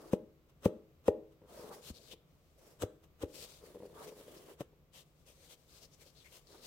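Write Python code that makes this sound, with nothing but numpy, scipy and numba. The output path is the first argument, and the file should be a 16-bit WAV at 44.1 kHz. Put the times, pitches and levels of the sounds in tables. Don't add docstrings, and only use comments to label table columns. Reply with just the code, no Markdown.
import sys
import numpy as np
from scipy import signal
from scipy.fft import rfft, irfft
from scipy.io import wavfile
from scipy.ndimage import uniform_filter1d
from numba import njit

SR = 44100
rng = np.random.default_rng(int(sys.argv[2]) if len(sys.argv) > 2 else 0)


def inscribe(sig):
    pcm = np.round(np.clip(np.atleast_2d(sig).T, -1, 1) * 32767)
    wavfile.write(sys.argv[1], SR, pcm.astype(np.int16))


N = 293706
T = np.arange(N) / SR

# t/s, hollow/dB, wall f/Hz, wall/dB, sole f/Hz, sole/dB, damping factor, room send/dB
THUMB_FLICKS = [(0.1329, -20.5, 207, -12, 126, -52, 1.11, -9), (.658, -18, 197, -9, 111, -19.5, 1.16, -8.5),
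                (1.0816, -15, 223, -19, 90, -21.5, 0.93, -6.5),
                (1.9021, -64.5, 217, -33, 69.6, -29.5, 0.84, -6),
                (2.8325, -27, 287, -26, 101, -22, 1.3, -8.5), (3.2323, -33.5, 301, -29, 83, -25.5, 0.7, -5),
                (4.6066, -27.5, 167, -25.5, 146, -40, 2.07, -40.5),
                (4.6136, -23, 190, -49, 142, -61, 3.2, -45.5)]
# t/s, level/dB
EDGE_SWISHES = [(0.134, -44.5), (.5, -67), (0.656, -39), (1.08, -43), (1.325, -70), (1.906, -64),
                (2.827, -38.5), (3.042, -61), (3.227, -43), (4.609, -46.5)]
# start/s, length/s, slip peak/dB
CREAK_RUNS = [(1.417, .045, -54), (1.594, .006, -44.5), (1.633, .015, -40), (2.134, .006, -45.5),
              (3.628, .015, -49), (3.747, .025, -43.5), (3.802, .006, -44), (3.823, .036, -41.5),
              (3.898, .006, -49.5), (3.928, .006, -48), (4.07, .025, -46.5), (4.121, .006, -44),
              (4.167, .046, -52), (4.27, .025, -47), (4.731, .006, -55.5)]
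# start/s, end/s, hiss/dB, hollow/dB
LINING_DRAGS = [(-.05, 0.13, -66.5, -57), (1.491, 1.811, -60.5, -54.5), (1.952, 2.149, -81, -66.5),
                (2.58, 2.77, -69, -63.5), (3.6, 3.728, -64, -60), (3.716, 3.963, -70, -60),
                (3.952, 4.134, -60.5, -56), (4.142, 4.25, -62.5, -61.5), (4.258, 4.46, -63, -58.5),
                (4.479, 4.527, -54.5, -53), (6.46, 6.683, -68.5, -65)]
# t/s, half length/s, level/dB
MESH_PRESSES = [(0.04, 0.099, -68), (1.621, 0.16, -70), (1.723, 0.019, -56.5), (4.003, .04, -58),
                (6.555, 0.015, -65.5)]
# start/s, end/s, level/dB, swell/dB, weave f/Hz, weave re hiss/dB
OUTER_STROKES = [(1.822, 1.91, -54.5, 9.5, 3830, -10), (1.937, 1.984, -64, 11, 4300, 0.5),
                 (1.998, 2.11, -67, 10, 4260, -3.5), (2.108, 2.137, -54.5, 5, 3530, 0),
                 (2.821, 2.817, -43, 4, 7460, 8), (3.334, 3.453, -53.5, 6, 3830, -10.5),
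                 (3.451, 3.605, -61.5, -4, 3850, -9), (4.067, 4.097, -56.5, 3.5, 2520, -10),
                 (4.358, 4.39, -75.5, 4, 5300, 8.5), (4.937, 5.026, -59.5, -3.5, 3010, -7.5),
                 (5.264, 5.334, -63.5, -7, 2850, -14), (5.33, 5.478, -66.5, 11, 3094, -16),
                 (5.49, 5.549, -58, 1, 3300, -7.5), (5.677, 5.797, -64.5, 8, 4100, -7.5),
                 (5.809, 5.859, -61, 4, 4950, -2.5), (5.92, 5.96, -68.5, -5.5, 5760, -2.5),
                 (5.997, 6.037, -63.5, 5, 2110, -9.5), (6.056, 6.116, -66.5, -9.5, 4860, -5.5),
                 (6.156, 6.236, -69.5, -1.5, 3910, 1.5), (6.245, 6.289, -67, -4, 2200, 0),
                 (6.32, 6.398, -60, -5.5, 3040, -10.5), (6.469, 6.634, -70, -5, 4280, -1.5),
                 (6.62, 6.686, -55.5, 17, 4200, -4.5)]
# start/s, end/s, level/dB
HOLD_SHIFTS = [(1.472, 2.15, -73.5), (2.283, 2.8, -81.5), (3.28, 3.36, -69.5), (5.013, 5.25, -78.5),
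               (5.57, 6.66, -73.5)]

# f/Hz, level/dB, t60/s
SHOE_MODES = [(290, -8, .045), (403, -4, .05), (472.4, 3.5, 0.041), (547.7, 3.5, 0.026),
              (824, -11.5, 0.032), (978, -12, 0.015), (1865, -23.5, 0.02), (2480, -25.5, 0.013),
              (2836, -25, 0.013)]
LOW_ROOM_MODES = [(234, -32.5, .42), (322, -23.5, .66), (425.6, -16, 0.45), (471, -19.5, 0.3),
                  (530, -31, 0.31), (586, -23.5, 0.3), (610, -15.5, 0.33), (838, -31, 0.34)]

# f/Hz, level/dB
SWISH_SPECTRUM = [(200, 9), (500, 15), (750, 6.5), (1100, 5), (1700, -1.5), (2700, 1), (5000, -6),
                  (7500, -4.5), (10000, -9.5), (16000, -8.5)]
NAP_SPECTRUM = [(900, -44), (1600, 1.5), (2200, 0.5), (4000, -2.5), (6000, -2), (9000, -2), (15800, -4.5)]
HOLLOW_SPECTRUM = [(80, -25), (200, -3.5), (320, -2), (420, 0.5), (550, 0.5), (700, -4), (1000, -58),
                   (2000, -57)]
MESH_SPECTRUM = [(400, -33), (750, 5), (1150, 5), (1550, -2), (2600, -29.5)]
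CLOTH_SPECTRUM = [(150, 0), (300, -4.5), (520, 8), (800, -4), (1300, -5.5), (1800, -7.5), (3200, -1.5),
                  (5500, -2), (8500, -3.5), (10000, -7.5), (14000, -6.5), (16000, -12.5)]
REVERB_SPECTRUM = [(60, -22), (150, -11), (260, -5.5), (340, -1), (600, -7), (800, -7.5), (2000, -8.5),
                   (6000, -14), (15000, -15)]
AIR_SPECTRUM = [(25, -1.5), (80, -4), (118, -11.5), (150, -2), (200, -15.5), (500, -16), (900, -28),
                (1150, -24.5), (1700, -33), (2300, -30.5), (8500, -41.5), (10000, -48), (12600, -36),
                (16000, -37.5)]
# f/Hz, correlation
EAR_CORRELATION = [(100, 0.89), (350, 0.78), (700, 0.8), (1400, 0.14), (2800, 0.018)]


def flicks():
    direct, send = np.zeros((2, N))
    standing = standing_waves()
    for at_s, db, wall_hz, wall_db, sole_hz, sole_db, damping, room_db in THUMB_FLICKS:
        hollow = undb(db) * knock(damping, attack_s=.00032, detune=.016)
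        wall = undb(wall_db) * ring(wall_hz, t60_s=.032 / damping, attack_s=.0012)
        sole = undb(sole_db) * ring(sole_hz, t60_s=.052, attack_s=.0054)
        soft_noise = uniform_filter1d(rng.standard_normal(SR // 2), size=3)
        fingertip = undb(db - 23.5) * soft_noise * np.exp(-T[:SR // 2] / .0012)
        shoe = hollow + wall + sole
        add(direct, at_s, fingertip + shoe + undb(db + room_db) * standing)
        add(send, at_s, shoe * undb(room_db))
    return to_the_left(direct, db=2.6, lag_s=.00008), send


def knock(damping, attack_s, detune):
    return sum((-1) ** k * undb(db)
               * ring(hz * (1 + detune * rng.standard_normal()), t60_s / damping, attack_s)
               for k, (hz, db, t60_s) in enumerate(SHOE_MODES))


def swishes(rise_s=.011, fall_s=.011):
    level = sum(undb(db) * np.exp(-np.maximum((at_s - T) / rise_s, (T - at_s) / fall_s))
                for at_s, db in EDGE_SWISHES)
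    return level * pan(1.5) * colour(fibres(spread_db=8), SWISH_SPECTRUM)


def creaks(gap_s=.0103, jitter=.04, scatter_db=1.5):
    out = np.zeros(N)
    wall = undb(-1.5) * ring(196, t60_s=.018, attack_s=.001)
    slips = [knock(damping=1.17, attack_s=.00015, detune=.095) + wall for _ in range(8)]
    for start_s, length_s, db in CREAK_RUNS:
        at_s = start_s
        for slip, (late, hard) in zip(slips, rng.standard_normal((len(slips), 2))):
            if at_s <= start_s + length_s:
                add(out, at_s, undb(db + scatter_db * hard) * slip / np.abs(slip).max())
            at_s += gap_s * np.exp(jitter * late)
    return out * pan(2.6)


def lining(arch_db=3, mesh_db=-6):
    nap, stir = np.zeros((2, N))
    for start_s, end_s, hiss_db, hollow_db in LINING_DRAGS:
        off_middle = np.clip((2 * T - start_s - end_s) / (end_s - start_s), -1, 1)
        effort = contact(start_s, end_s, edge_s=.024) * undb(-arch_db * off_middle ** 2)
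        nap += undb(hiss_db) * effort
        stir += undb(hollow_db) * effort
    thumb = sum(undb(db) * np.exp(-((T - at_s) / half_s) ** 2) for at_s, half_s, db in MESH_PRESSES)
    press = undb(mesh_db) * nap + thumb
    hiss = nap * undb(2 * walk(70)) * glove_gap(colour(fibres(3), NAP_SPECTRUM), hz=4270, mix=.23)
    hollow = stir * undb(1.6 * walk(130)) * glove_gap(colour(fibres(7), HOLLOW_SPECTRUM), hz=454, mix=.51)
    scrape = press * undb(walk(120)) * glove_gap(colour(fibres(4.5), MESH_SPECTRUM), hz=1085, mix=.11)
    return (hiss + hollow + scrape) * pan(1)


def glove_gap(x, hz, mix, wander_oct=.3):
    centre_hz = np.clip(hz * 2 ** (wander_oct * walk(11)), 300, SR / 4)
    band = unit(np.array([resonate(side, centre_hz, width=.13) for side in x]))
    return unit(x + mix * band)


def brush(arch_db=2, weave_width=.4, hand_reflection=.22):
    cloth = colour(fibres(spread_db=3), CLOTH_SPECTRUM)
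    ribs = fibres(spread_db=7) * snags()
    speed = 1 + .07 * walk(35)
    grip = unit(undb(.41 * walk(65) + .55 * walk(900)) * snags())
    sizzle = signal.sosfiltfilt(signal.butter(3, 8500, "high", fs=SR, output="sos"), cloth)
    out = np.zeros((2, N))
    for start_s, end_s, db, swell_db, weave_hz, weave_db in OUTER_STROKES:
        near = (T > start_s - .04) & (T < end_s + .04)
        pitch_hz = np.clip(weave_hz * speed[near], 500, SR / 4)
        weave = unit(np.array([resonate(resonate(side, pitch_hz, weave_width), pitch_hz, weave_width)
                               for side in ribs[:, near]]))
        lag_samples = int(SR * rng.uniform(.0003, .0011))
        hiss = unit(cloth[:, near] + hand_reflection * np.roll(cloth[:, near], lag_samples, axis=1))
        hiss -= np.clip((-65.5 - db) / 14, 0, .4) * sizzle[:, near]
        along = np.interp(T[near], [start_s, end_s], [-1, 1])
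        contour_db = db + swell_db * along / 2 + arch_db * (.5 - along ** 2)
        level = (contact(start_s, end_s, edge_s=.011) * grip)[near] * undb(contour_db)
        out[:, near] += level * (pan(5) * hiss + pan(10.5) * undb(weave_db) * weave)
    return out


def snags(rate_hz=45, decay_s=.0044, max_db=-3.5):
    onsets = (rng.random(N) < rate_hz / SR) * rng.random(N)
    return 1 + undb(max_db) * signal.lfilter([1], [1, -np.exp(-1 / (decay_s * SR))], onsets)


def holding(wander_db=2.5):
    level = sum(undb(db) * contact(start_s, end_s, edge_s=.019) for start_s, end_s, db in HOLD_SHIFTS)
    return level * undb(wander_db * walk(18)) * colour(fibres(spread_db=2.5), CLOTH_SPECTRUM) * pan(7.5)


def cupped_hand(x, echo_db=-6, decay_s=.00096):
    t = T[:SR // 100]
    burst = rng.standard_normal((2, len(t))) * np.exp(-t / decay_s)
    echoes = signal.sosfilt(signal.butter(2, 1000, "high", fs=SR, output="sos"), burst)
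    echoes = np.pad(undb(echo_db) * unit(echoes) / np.sqrt(len(t)), ((0, 0), (SR // 3000, 0)))
    return x + signal.fftconvolve(x, echoes, axes=1)[:, :N]


def standing_waves():
    return sum(undb(db) * ring(hz, t60_s, attack_s=.016) for hz, db, t60_s in LOW_ROOM_MODES)


def reverb(x, t60_s=.43):
    envelope = np.exp(-np.log(1000) * T / t60_s) * np.clip((T - .006) / .0032, 0, 1)
    response = colour(rng.standard_normal((2, N)), REVERB_SPECTRUM) * envelope
    return signal.fftconvolve(x[None], unit(response) / np.sqrt(N), axes=1)[:, :N]


def air(level_db=-65):
    return undb(level_db + .51 * walk(3.7)) * colour(rng.standard_normal((2, N)), AIR_SPECTRUM) * pan(.75)


def ring(hz, t60_s, attack_s):
    t = T[:SR // 2]
    return np.cos(2 * np.pi * hz * t) * np.exp(-np.log(1000) * t / t60_s) * (1 - np.exp(-t / attack_s))


def fibres(spread_db):
    return rng.standard_normal((2, N)) * undb(spread_db * rng.standard_normal(N))


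def contact(start_s, end_s, edge_s):
    return (1 + np.tanh((T - start_s) / edge_s)) * (1 + np.tanh((end_s - T) / edge_s)) / 4


@njit
def resonate(x, hz, width):
    y, band, low = np.empty(len(x)), 0., 0.
    for i in range(len(x)):
        g = np.tan(np.pi * hz[i] / SR)
        y[i] = (band + g * (x[i] - low)) / (1 + g * (g + width))
        band, low = 2 * y[i] - band, low + 2 * g * y[i]
    return y


def colour(x, spectrum):
    alike = np.clip(on_bins(EAR_CORRELATION), -1, 1)
    mid, side = rfft(x) * undb(on_bins(spectrum)) * np.sqrt([1 + alike, 1 - alike])
    return unit(irfft(np.array([mid + side, mid - side]), N))


def on_bins(points):
    hz, value = np.transpose(points)
    return np.interp(np.log(np.fft.rfftfreq(N, 1 / SR) + 1), np.log(hz), value)


def walk(rate_hz):
    step = max(int(SR / rate_hz), 1)
    return unit(uniform_filter1d(np.repeat(rng.standard_normal(N // step + 1), step), step)[:N])


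def to_the_left(x, db, lag_s):
    return np.array([x, np.interp(T - lag_s, T, x)]) * pan(db)


def pan(db):
    return undb(np.array([[1], [-1]]) * db / 2)


def add(out, at_s, x):
    i = int(at_s * SR)
    out[..., i:i + x.shape[-1]] += x[..., :N - i]


def undb(db):
    return 10 ** (np.asarray(db) / 20)


def unit(x):
    return x / np.sqrt(np.mean(x ** 2))


def scene():
    knocks, knock_send = flicks()
    inside = creaks() + lining()
    room_ring = undb(-48.5) * signal.fftconvolve(inside[0], standing_waves())[:N]
    cloth = cupped_hand(swishes()) + inside + brush() + holding()
    room_tail = reverb(undb(-15) * knock_send + undb(-21) * cloth[0])
    return knocks + cloth + (room_ring + room_tail) * pan(1.2) + air()


def record(dry, low_hz=42, top_hz=15900):
    x = signal.sosfilt(signal.butter(2, low_hz, "high", fs=SR, output="sos"), dry)
    return signal.sosfilt(signal.ellip(10, .2, 70, top_hz, fs=SR, output="sos"), x)


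dry = scene()
out = record(dry)
inscribe(out)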